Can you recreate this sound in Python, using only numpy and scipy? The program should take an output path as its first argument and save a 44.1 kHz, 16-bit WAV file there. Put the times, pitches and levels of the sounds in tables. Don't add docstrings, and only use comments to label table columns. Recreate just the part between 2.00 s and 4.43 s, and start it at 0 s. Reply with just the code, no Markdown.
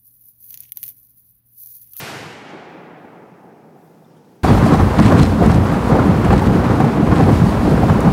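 import sys
import numpy as np
from scipy import signal
from scipy.fft import rfft, irfft, next_fast_len
from scipy.io import wavfile
from scipy.ndimage import uniform_filter1d, map_coordinates

SR = 44100
rng = np.random.default_rng(int(sys.argv[2]) if len(sys.argv) > 2 else 0)


def generate_wav(signal):
    frames = np.transpose(np.atleast_2d(signal))
    scaled = np.clip(frames, -1, 1) * 32767
    pcm = np.round(scaled).astype(np.int16)
    wavfile.write(sys.argv[1], SR, pcm)


N = 107295


# frequency_hz, level_db
NEAR_SPECTRUM = [(30, -11), (64, -18), (95, -7), (120, 3), (175, -1), (280, -1.5), (420, 0), (590, -4.5),
                 (760, -2), (1050, -4), (1400, -3), (2200, -3.5), (3600, -8.5), (5200, -10), (8000, -16),
                 (12000, -18), (14400, -21), (15800, -55)]
def near_trees(level_db=-32, hold_s=0.21, fade_db_per_s=24):
    fading_s = np.maximum(np.arange(N) / SR - hold_s, 0)
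    return amp(level_db - fade_db_per_s * fading_s) * scatter(NEAR_SPECTRUM)


# frequency_hz, level_db
FAR_SPECTRUM = [(25, -18), (50, -19), (80, -11), (115, -14), (150, 2.5), (200, 1), (290, 1.5), (430, 2.5),
                (590, -0.5), (740, 3), (880, 3), (1030, -2.5), (1400, -2.5), (2300, -2), (3600, -8),
                (5200, -12.5), (8000, -20.5), (12000, -16.5), (16000, -42)]
# time_s, level_db
FAR_ENVELOPE = [(0, -36), (.25, -40.5), (.42, -37.5), (.52, -34), (.7, -33.5), (1.03, -35), (1.2, -36),
                (1.48, -37.5), (1.7, -38.5), (1.92, -40.5), (2.25, -39), (2.43, -41)]
def far_woods():
    return amp(curve(FAR_ENVELOPE)) * scatter(FAR_SPECTRUM)


# frequency_hz, loss_db_per_s
ABSORPTION = [(60, 5), (150, 0), (400, 2), (800, 5.5), (1400, 8.5), (2500, 15.5), (4500, 26), (7500, 31.5),
              (12000, 56), (16000, 80)]
def scatter(spectrum, patch_db=0.9, flutter_db=0.2, flutter_per_s=45):
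    hz, travel_s, spectrogram = signal.stft(noise(spectrum), SR, nperseg=512)
    patches = uniform_filter1d(rng.standard_normal(spectrogram.shape), size=5, axis=0)
    patches = unit(uniform_filter1d(patches, size=8, axis=1))
    loss_db = along(ABSORPTION, hz)[:, None] * travel_s
    echoes = signal.istft(spectrogram * amp(patch_db * patches - loss_db), nperseg=512)[1][:N]
    return echoes * amp(flutter_db * wobble(flutter_per_s))


# centre_s, peak_db, pitch_hz
THUMPS = [(0.035, -26.5, 128), (0.047, -49, 390), (.1, -30, 800), (0.126, -32, 123), (0.147, -28, 324),
          (0.168, -31, 134), (0.21, -36.5, 114), (.23, -29.5, 425), (0.266, -29.5, 143), (0.547, -36, 292)]
def thumps(width_cycles=0.69):
    out = np.zeros(N)
    phases = rng.uniform(0, 2 * np.pi, len(THUMPS))
    for (centre_s, peak_db, pitch_hz), phase in zip(THUMPS, phases):
        cycles = (np.arange(N) / SR - centre_s) * pitch_hz
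        envelope = np.exp(-.5 * (cycles / width_cycles) ** 2)
        out += amp(peak_db) * envelope * np.cos(2 * np.pi * cycles + phase)
    return out


# start_s, level_db, centre_hz, width_octaves, decay_s
SLAPS = [(0, -35, 4500, 0.93, 0.017), (.029, -31, 1100, 1.2, 0.013), (.07, -29, 1440, 0.12, 0.011),
         (.09, -30, 830, 0.26, 0.028), (.48, -45.5, 1800, 0.97, 0.028), (.526, -33, 356, 0.44, .04),
         (.565, -48, 174, 0.21, 0.043), (.62, -33.5, 736, 0.22, 0.011), (1.045, -32.5, 258, 1.1, 0.015),
         (1.38, -51, 780, 0.14, 0.25), (1.7, -51, 770, 0.19, 0.12)]
def slaps():
    return bursts(SLAPS, rise_s=0.0054)


# start_s, level_db, centre_hz, width_octaves, decay_s
BRUSHES = [(2.046, -57, 3630, 0.049, 0.0046), (2.05, -76, 5900, 1, .015), (2.05, -76, 5400, .12, 0.27),
           (2.167, -63.5, 3250, .15, .014), (2.167, -65, 9000, 0.48, .014), (2.245, -68, 4000, 0.71, .012)]
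def grass_steps():
    return bursts(BRUSHES, rise_s=0.0011)


# frequency_hz, level_db
HISS_SPECTRUM = [(100, -11), (170, 13), (400, -13), (1000, 11.5), (2500, 5.5), (4200, 1.5), (5400, 3),
                 (7500, -3), (10000, -4.5), (13500, -11.5), (17000, -6)]
FIZZ_SPECTRUM = [(3000, -32), (7500, -6), (10000, -3), (13500, 0.5), (17000, -3)]
RUMBLE_SPECTRUM = [(25, -30), (60, -29.5), (110, -7.5), (155, 0.5), (220, -8.5), (400, -13), (1000, -42),
                   (4000, -80)]
# time_s, level_db
HISS_ENVELOPE = [(0, -79), (.7, -73), (1.1, -67), (1.7, -67.5), (1.9, -65.5), (2.22, -65), (2.43, -64)]
FIZZ_ENVELOPE = [(0, -92), (.7, -75.5), (1.1, -73), (1.35, -75.5), (1.75, -71.5), (1.85, -67), (1.98, -68),
                 (2.22, -73.5), (2.35, -68), (2.43, -70)]
def background_noise(hiss_waver_db=0.4, fizz_waver_db=1.2, rumble_db=-54):
    hiss = amp(curve(HISS_ENVELOPE) + hiss_waver_db * wobble(14.55)) * noise(HISS_SPECTRUM)
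    fizz = amp(curve(FIZZ_ENVELOPE) + fizz_waver_db * wobble(14)) * noise(FIZZ_SPECTRUM)
    return hiss + fizz + amp(rumble_db) * noise(RUMBLE_SPECTRUM)


def bursts(rows, rise_s):
    out = np.zeros(N)
    for start_s, level_db, centre_hz, width_octaves, decay_s in rows:
        age_s = np.maximum(np.arange(N) / SR - start_s, 0)
        envelope = (1 - np.exp(-age_s / rise_s)) * np.exp(-age_s / decay_s)
        white = rng.standard_normal(N)
        band = filtered(white, lambda hz: np.exp(-.5 * (np.log2((hz + 1) / centre_hz) / width_octaves) ** 2))
        envelope_rms = np.sqrt(np.mean(envelope ** 2))
        out += amp(level_db) * envelope_rms * unit(band * envelope)
    return out


def noise(spectrum):
    return unit(filtered(rng.standard_normal(N), lambda hz: amp(along(spectrum, hz))))


def filtered(x, response):
    size = next_fast_len(N + SR // 2)
    hz = np.fft.rfftfreq(size, 1 / SR)
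    return irfft(rfft(x, size) * response(hz), size)[:N]


def wobble(knots_per_s):
    knots = rng.standard_normal(int(N * knots_per_s / SR) + 4)
    return map_coordinates(knots, [np.arange(N) * knots_per_s / SR])


def curve(rows):
    return np.interp(np.arange(N) / SR, *np.transpose(rows))


def along(rows, hz):
    row_hz, values = np.transpose(rows)
    return np.interp(np.log(hz + 1), np.log(row_hz + 1), values)


def amp(db):
    return 10 ** (np.asarray(db) / 20)


def unit(x):
    return x / np.sqrt(np.mean(x ** 2) + 1e-20)


def scene():
    echoes = near_trees() + far_woods() + thumps() + slaps()
    return (echoes + background_noise() + grass_steps())[None]


def record(dry):
    low_cut_hz, top_hz = 81, 17100
    def response(hz):
        return hz ** 2 / np.hypot(hz ** 2, low_cut_hz ** 2) * (hz < top_hz)
    return np.array([filtered(channel, response) for channel in dry])


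dry = scene()
out = record(dry)
generate_wav(out)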